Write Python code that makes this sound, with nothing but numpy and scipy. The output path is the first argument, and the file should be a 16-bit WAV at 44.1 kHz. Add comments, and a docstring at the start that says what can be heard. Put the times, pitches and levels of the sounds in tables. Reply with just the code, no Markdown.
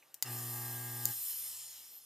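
"""A mains-driven desoldering pump buzzes for under a second: a harmonic series plus a gated rattle.
Air hisses into its nozzle, as shaped noise; the leftover vacuum bleeds away in falling whistles.
The trigger ticks, snaps on and snaps off, as decaying modes with a crack of noise.
Behind lie faint bench knocks, a sine of transformer hum and the noise floor of a small quiet workshop."""
import sys
import numpy as np
from scipy import signal
from scipy.io import wavfile
from scipy.ndimage import uniform_filter1d

SR = 44100
rng = np.random.default_rng(int(sys.argv[2]) if len(sys.argv) > 2 else 0)


def store_pcm(level_fs):
    """Save levels as 16-bit WAV."""
    pcm = np.round(np.clip(level_fs, -1, 1) * 32767).astype(np.int16)
    wavfile.write(sys.argv[1], SR, np.atleast_2d(pcm).T)


def makeup_ratio(level_db):
    """Linear amplitude ratio for a level in decibels (20 dB per factor of ten)."""
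    decades = np.asarray(level_db, float) / 20
    return 10 ** decades


N = 90404  # samples

MAINS_HZ = 60.02
# Pump envelope: t/s, buzz level/dB, rattle level/dB
PUMP_LEVELS = [(.228, -91, -76), (.25, -57, -54.5), (.27, -50.5, -51), (.3, -45.5, -56), (.4, -47.5, -58.5),
               (.5, -47, -62.5), (.6, -47.5, -61.5), (1.11, -48, -63), (1.135, -64, -62),
               (1.165, -64.5, -77), (1.2, -71.5, -68), (1.25, -88, -86)]
# The diaphragm overshoots as it starts and sags as it is released: t/s, share of full speed
PUMP_SPEED = [(.228, 1.15), (.26, 1.04), (.3, 1), (1.1, 1), (1.135, .95), (1.16, 1)]
# Buzz partials: multiple of the mains, level/dB
BUZZ_PARTIALS = [(1, -39), (2, 0), (3, -23.5), (4, -13), (5, -18.5), (6, -14.5), (7, -25.5), (8, -22.5),
                 (9, -31), (10, -28), (11, -22.5), (12, -19), (13, -17.5), (14, -13), (15, -34), (16, -21),
                 (17, -42), (18, -26), (19, -18.5), (20, -18.5), (21, -25), (22, -41), (23, -35), (24, -57),
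                 (25, -52), (26, -39), (27, -12), (28, -25), (29, -22.5), (30, -25), (31, -19), (32, -48),
                 (33, -32), (34, -28), (35, -20.5), (36, -26)]
# Upper partials shift in level while the pump runs; most are strongest at the start, the late ones
# dip and then return: t/s, level change of most/dB, level change of the late ones/dB
UPPER_SHIFT = [(.25, 4, -1), (.33, -3, -4.5), (.4, 1.5, -16), (.48, -1, -12), (.56, 0.5, -1.5),
               (.62, 1, -1), (1.1, -1.5, 2)]
# Partials that follow the late column: multiple of the mains
LATE_PARTIALS = (14, 27, 35)
SHIFT_FROM, WAVER_DB = 9.5, 1.5  # partials above this multiple shift and waver; rms waver
# Loose rattle of the housing: f/Hz, width of one pass/Hz, level/dB
RATTLE_MODES = [(70, 75, -30), (320, 186, -8), (835, 300, -4.5), (1160, 130, -4.5), (1632, 98, -5),
                (1834, 240, -2.5), (2720, 650, -2.5)]
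RATTLE_GATE = 0.1  # depth of modulation
PUMP_ROOM_DB, PUMP_ROOM_HZ = -15, 278  # the bass of the pump stays dry

# Air at the nozzle: t/s, broad hiss level/dB, treble level/dB
AIR_LEVELS = [(.222, -93, -72), (.235, -78, -70), (.26, -49.5, -52), (.32, -50.5, -43), (.55, -50.5, -42.5),
              (.86, -52.5, -44.5), (1.04, -50.5, -43), (1.07, -47, -40.5), (1.17, -51, -40.5),
              (1.3, -48.5, -38.5), (1.36, -49.5, -45), (1.44, -49.5, -44), (1.55, -49.5, -49),
              (1.64, -52.5, -52), (1.75, -53.5, -55.5), (1.88, -57.5, -56.5), (1.98, -60.5, -63.5),
              (2.05, -64.5, -63)]
# Broad hiss: f/Hz, relative level per Hz/dB
HISS_SPECTRUM = [(200, -45), (600, -13), (1500, -12), (2500, -8.5), (3000, -5.5), (5000, -4.5),
                 (9000, -1.5), (15000, -12)]
# Treble of the suction tube: f/Hz, relative level per Hz/dB
TREBLE_SPECTRUM = [(4000, -32), (6500, -18), (9000, -5.5), (11000, -8.5), (12300, -2), (14000, -7),
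                   (15200, -6)]
# Resonances of nozzle and tube: f/Hz, width/Hz, level over the valleys/dB
TUBE_MODES = [(3005, 340, 5.5), (4350, 1500, 3.5), (5324, 600, 8), (6120, 84, 5), (7006, 910, 5),
              (8380, 290, 1.5), (9350, 300, 4.5), (10160, 180, 4), (10900, 160, -7), (11600, 150, 5.5),
              (12450, 470, 5), (13500, 540, 3), (14450, 200, 1.5), (14140, 120, 13)]
# Jet whistles as the vacuum bleeds away: t/s, upper f/Hz, upper level/dB, lower level/dB
JET_GLIDE = [(1.22, 13300, -70, -62), (1.33, 13000, -50, -50), (1.4, 12350, -45.5, -48.5),
             (1.46, 11600, -48, -51), (1.53, 10200, -54, -53), (1.62, 9450, -53.5, -56),
             (1.72, 8800, -63, -63), (1.82, 8500, -75, -72)]
JET_RATIO = 0.772  # lower whistle over upper
# Widths of upper and lower whistle: one pass of the resonance/Hz
JET_WIDTHS = (230, 550)
# Last sip of air as the nozzle lifts: t/s, f/Hz, level/dB
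SIP_GLIDE = [(1.87, 14500, -69), (1.93, 13500, -56), (1.98, 12500, -51.5), (2.0, 12100, -62),
             (2.03, 10400, -65), (2.06, 9800, -50)]
SIP_WIDTH_HZ = 1200  # of one pass
PATCH_DB, JET_PATCH_DB, THROB_DB = 1.5, -1, .5  # rms of the drifting patches (twice); peak of the throb
ECHO_DB, ECHO_S = -7.5, .012  # board, hand and bench scatter the hiss

# Trigger clicks: t/s, level/dB, tilt/dB per octave, level of modes under BODY_HZ/dB,
# ring length/share, crack level/dB, pan/dB
CLICKS = [(0.1426, -38.5, 5.5, -17, 0.54, 1, 4.5), (0.2246, -22, 0, -0.5, 0.79, -3.5, 3),
          (1.055, -16.5, 1.5, -9, 0.46, -14, 3)]
# Trigger and handle modes: f/Hz, level/dB, t60 before the ring share/s
HANDLE_MODES = [(864, -20, 0.036), (1530, -22.5, 0.032), (2000, -17, 0.039), (3050, -21, 0.019),
                (3980, -16, .015), (4890, 0.5, 0.014), (6270, -7.5, 0.029), (7100, 1, 0.013),
                (9100, -30, .015), (10500, -25, 0.023), (10940, -9, 0.03), (12500, -34, .02),
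                (13950, 3.5, .016), (16000, -28, .005)]
BODY_HZ, CLICK_TOP_HZ = 6600, 15800
# Edges of the crack: gentle lower f/Hz, steep upper f/Hz
CRACK_EDGES = (4500, 14800)
CRACK_T60_S, RISE_S = 0.044, 0.00019  # the decay time is before the ring share
# Faint knocks on the bench: t/s, level/dB, f/Hz, t60/s
KNOCKS = [(0.021, -57, 2300, .05), (.092, -62, 840, 0.063)]
ROOM_DB, ROOM_T60_S, ROOM_TOP_HZ = -12, .11, 14300  # level and top are for clicks and knocks

# Transformer hum: t/s, level/dB
HUM_LEVEL = [(0, -111), (.2, -109), (1.2, -74.5), (1.45, -75.5), (1.7, -79.5), (1.9, -87.5), (2.05, -100)]
# Noise floor: f/Hz, relative level per Hz/dB
FLOOR_SPECTRUM = [(40, -42), (200, -8), (500, -4.5), (900, -2.5), (2000, -12), (5000, -9), (10000, -13),
                  (15000, -17)]
FLOOR_DB = -71
EDGE_HZ = 15250  # top of the shaped noises
# Likeness of the noise at left and right: f/Hz, correlation
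LIKENESS = [(60, 0.53), (700, 0.57), (1400, 0.77), (2800, 1), (5200, 1), (6200, 0.89), (8000, 0.72),
            (9200, 0.96), (10600, 0.18), (12400, 0.9), (14000, 0.77), (15200, 0.97)]
# Phase between the channels: f/Hz, left lead/rad
PHASE_LEAD = [(6000, -0.62), (9000, -0.64), (10300, -1.3), (11000, .1), (15000, 0.76)]
# Balance of the channels: f/Hz, left minus right/dB
BALANCE = [(300, -.3), (1400, 0), (4000, -0.9), (7200, 1.2), (8500, -1.5), (10400, 1.5), (12000, 0.6),
           (15000, 2)]


def pump():
    """Periodic forcing gives multiples of the mains; a gated noise excites the housing resonances."""
    level_db, rattle_db = curves(PUMP_LEVELS)
    speed = curves(PUMP_SPEED)[0]
    cycles = MAINS_HZ * np.cumsum(speed) / SR
    shift_db = curves(UPPER_SHIFT)
    buzz = np.zeros(N)
    for k, db in BUZZ_PARTIALS:
        change_db = shift_db[k in LATE_PARTIALS] + WAVER_DB * slow(25.1)
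        partial_db = db + (k > SHIFT_FROM) * change_db
        buzz += makeup_ratio(partial_db) * np.sin(2 * np.pi * (k * cycles + rng.random()))
    # the gate opens twice per mains cycle
    shake = rng.standard_normal(N) * (1 + RATTLE_GATE * np.cos(4 * np.pi * cycles))
    rattle = evened(sum(makeup_ratio(db) * evened(resonate_twice(shake, hz, width))
                        for hz, width, db in RATTLE_MODES))
    return np.sqrt(2) * makeup_ratio(level_db) * buzz + makeup_ratio(rattle_db) * rattle


def air():
    """Turbulent flow makes broadband noise coloured by the tube; jet tones sink with the air speed."""
    hiss_db, treble_db = curves(AIR_LEVELS)
    jet_hz, upper_db, lower_db = curves(JET_GLIDE)
    sip_hz, sip_db = curves(SIP_GLIDE)
    white = noise([(100, 0), (20000, 0)], PATCH_DB)
    tubed = noise([(100, 0.0078), (20000, 0.0098)], JET_PATCH_DB, TUBE_MODES)

    hiss = makeup_ratio(hiss_db) * noise(HISS_SPECTRUM, PATCH_DB, TUBE_MODES)
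    treble = makeup_ratio(treble_db) * noise(TREBLE_SPECTRUM, PATCH_DB, TUBE_MODES)
    throb = makeup_ratio(THROB_DB * np.cos(4 * np.pi * MAINS_HZ * np.arange(N) / SR))
    upper = whistle(white, JET_GLIDE, jet_hz, JET_WIDTHS[0], upper_db)
    lower = whistle(tubed, JET_GLIDE, jet_hz * JET_RATIO, JET_WIDTHS[1], lower_db)
    sip = whistle(white, SIP_GLIDE, sip_hz, SIP_WIDTH_HZ, sip_db)
    return scatter(throb * (hiss + treble)) + upper + lower + sip


def whistle(source, table, hz, width, level_db):
    """A gliding resonance selects a fuzzy tone from noise, silent outside its table."""
    t = np.arange(N) / SR
    start, end = table[0][0], table[-1][0]
    on = np.clip(np.minimum(t - start, end - t) / .02, 0, 1)
    return makeup_ratio(level_db) * evened(resonate_twice(source, hz, width)) * on


def scatter(x):
    """Interference of the direct sound with a handful of near reflections ripples the spectrum."""
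    taps = np.zeros(round(ECHO_S * SR) + 1)
    taps[rng.integers(20, len(taps), size=14)] = rng.standard_normal(size=14)
    taps *= makeup_ratio(ECHO_DB) / np.linalg.norm(taps)
    taps[0] = 1  # direct sound
    return signal.lfilter(taps / np.linalg.norm(taps), 1, x)


def click(level_db, tilt_db, body_db, ring, crack_db, pan_db):
    """An impact excites all handle modes at once, each decaying exponentially, with a crack of noise."""
    t = np.arange(4000) / SR
    modes = np.zeros(len(t))
    for hz, db, t60 in HANDLE_MODES:
        start_db = db + tilt_db * np.log2(hz / 8000) + body_db * (hz < BODY_HZ)
        modes += makeup_ratio(start_db - 60 * t / (t60 * ring)) * np.sin(2 * np.pi * (hz * t + rng.random()))
    modes /= np.sqrt(np.mean(modes[:40] ** 2))  # rms 1 at the onset
    high_pass = signal.butter(2, CRACK_EDGES[0], "high", fs=SR)
    crack = band(signal.lfilter(*high_pass, rng.standard_normal(len(t))), CRACK_EDGES[1], "low")
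    crack *= makeup_ratio(crack_db - 60 * t / (CRACK_T60_S * ring))
    struck = (modes + crack) * np.minimum(t / RISE_S, 1)
    sides_db = np.array([[.5], [-.5]]) * pan_db
    return makeup_ratio(level_db + sides_db) * band(struck, CLICK_TOP_HZ, "low")


def knock(level_db, hz, t60):
    """A heavily damped resonance of the bench: decaying noise in a wide band."""
    t = np.arange(3000) / SR
    ring = evened(resonate_twice(rng.standard_normal(len(t)), hz, hz / 4))
    return np.ones((2, 1)) * makeup_ratio(level_db - 60 * t / t60) * ring * np.minimum(t / 0.0035, 1)


def room(x):
    """Reverberation as convolution with sparse, exponentially decaying taps of random sign."""
    at = np.arange(200, SR // 2, 20)
    at = at + rng.integers(0, 20, (2, len(at)))
    taps = np.zeros((2, SR // 2 + 20))
    np.put_along_axis(taps, at, rng.choice([-1., 1.], at.shape), 1)
    taps *= makeup_ratio(-60 * np.arange(taps.shape[1]) / SR / ROOM_T60_S)
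    return signal.fftconvolve(x, taps / np.linalg.norm(taps[0]), axes=1)[:, :N]


def hum():
    """A transformer sounds at twice the mains frequency: one faint sine."""
    t = np.arange(N) / SR
    return np.sqrt(2) * makeup_ratio(curves(HUM_LEVEL)[0]) * np.sin(2 * np.pi * 2 * MAINS_HZ * t)


def workshop_floor():
    """Steady background noise is a random process of fixed spectrum with drifting patches."""
    return makeup_ratio(FLOOR_DB) * noise(FLOOR_SPECTRUM, 2.8)


def noise(spectrum, patch_db, peaks=()):
    """Partly coherent two-channel noise with resonances, as heard through a close pair of ports."""
    frames, hz = N // 128 + 5, np.fft.rfftfreq(512, 1 / SR)
    a, b, c, d, patches = rng.standard_normal((frames, 257, 5)).T
    # smooth over frequency, then over time
    patches = uniform_filter1d(uniform_filter1d(patches, size=4, axis=0), size=24, axis=1)
    patches = evened(patches)
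    same = np.clip(read(LIKENESS, hz), -1, 1)[:, None]
    left = a + 1j * b
    right = same * left + np.sqrt(1 - same ** 2) * (c + 1j * d)
    # half of the balance and phase goes to either side
    half = (makeup_ratio(read(BALANCE, hz) / 2) * np.exp(.5j * read(PHASE_LEAD, hz)))[:, None]
    shape_db = read(spectrum, hz)
    for f, width, db in peaks:
        shape_db = shape_db + db * np.exp(-(2 * (hz - f) / width) ** 2)
    edge = np.clip((EDGE_HZ - hz[:, None]) / 90 + .5, 0, 1)
    z = np.array([left * half, right / half]) * makeup_ratio(shape_db[:, None] + patch_db * patches) * edge
    return evened(signal.istft(z, nperseg=512, noverlap=384)[1][:, :N])


def resonate(x, hz, width):
    """A resonance of gain 1: shift the curve hz to zero, low-pass, shift back."""
    turn = np.exp(2j * np.pi * np.cumsum(hz * np.ones(x.shape[-1])) / SR)
    r = np.exp(-np.pi * width / SR)
    return 2 * (turn * signal.lfilter([1 - r], [1, -r], x / turn)).real


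def resonate_twice(x, hz, width):
    """Two equal resonances in series steepen the skirts."""
    return resonate(resonate(x, hz, width), hz, width)


def band(x, hz, kind):
    """A sixth-order Butterworth filter: flat passband, steep skirt."""
    return signal.sosfilt(signal.butter(6, hz, kind, fs=SR, output="sos"), x)


def slow(rate_hz):
    """Superposed slow sines of random phase give a wander of rms 1."""
    t = np.arange(N) / SR
    return evened(sum(np.sin(2 * np.pi * (f * t + rng.random())) / np.sqrt(f)
                      for f in np.geomspace(1, rate_hz, num=16)))


def evened(x):
    """Normalises the mean power: rms 1."""
    return x / np.sqrt(np.mean(x ** 2) + 1e-20)


def read(points, hz):
    """Interpolates a spectrum on a logarithmic frequency axis."""
    f, value = np.transpose(points)
    return np.interp(np.log(hz + 1), np.log(f + 1), value)


def curves(table):
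    """Interpolates every column after time linearly, sample by sample."""
    s, *columns = np.transpose(table)
    return [np.interp(np.arange(N) / SR, s, column) for column in columns]


def add(mix, s, sound):
    """Superposes a sound on the mix at time s."""
    part = mix[:, round(s * SR):][:, :sound.shape[1]]
    part += sound[:, :part.shape[1]]


def scene():
    """Linear superposition of pump, hum, air, clicks and knocks, their room and the floor."""
    hits = np.zeros((2, N))
    for s, *settings in CLICKS:
        add(hits, s, click(*settings))
    for s, *settings in KNOCKS:
        add(hits, s, knock(*settings))
    motor = pump()
    motor_send = makeup_ratio(PUMP_ROOM_DB) * band(motor, PUMP_ROOM_HZ, "high")
    hits_send = makeup_ratio(ROOM_DB) * band(hits, ROOM_TOP_HZ, "low")
    return motor + hum() + air() + hits + room(motor_send + hits_send) + workshop_floor()


def low_pass(x):
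    """Removes everything above the highest recorded frequency."""
    return signal.sosfilt(signal.butter(12, 16650, fs=SR, output="sos"), x)


def record(dry):
    """The finished mix is the superposed sound field, with no further gain."""
    return low_pass(dry)


dry = scene()
out = record(dry)
store_pcm(out)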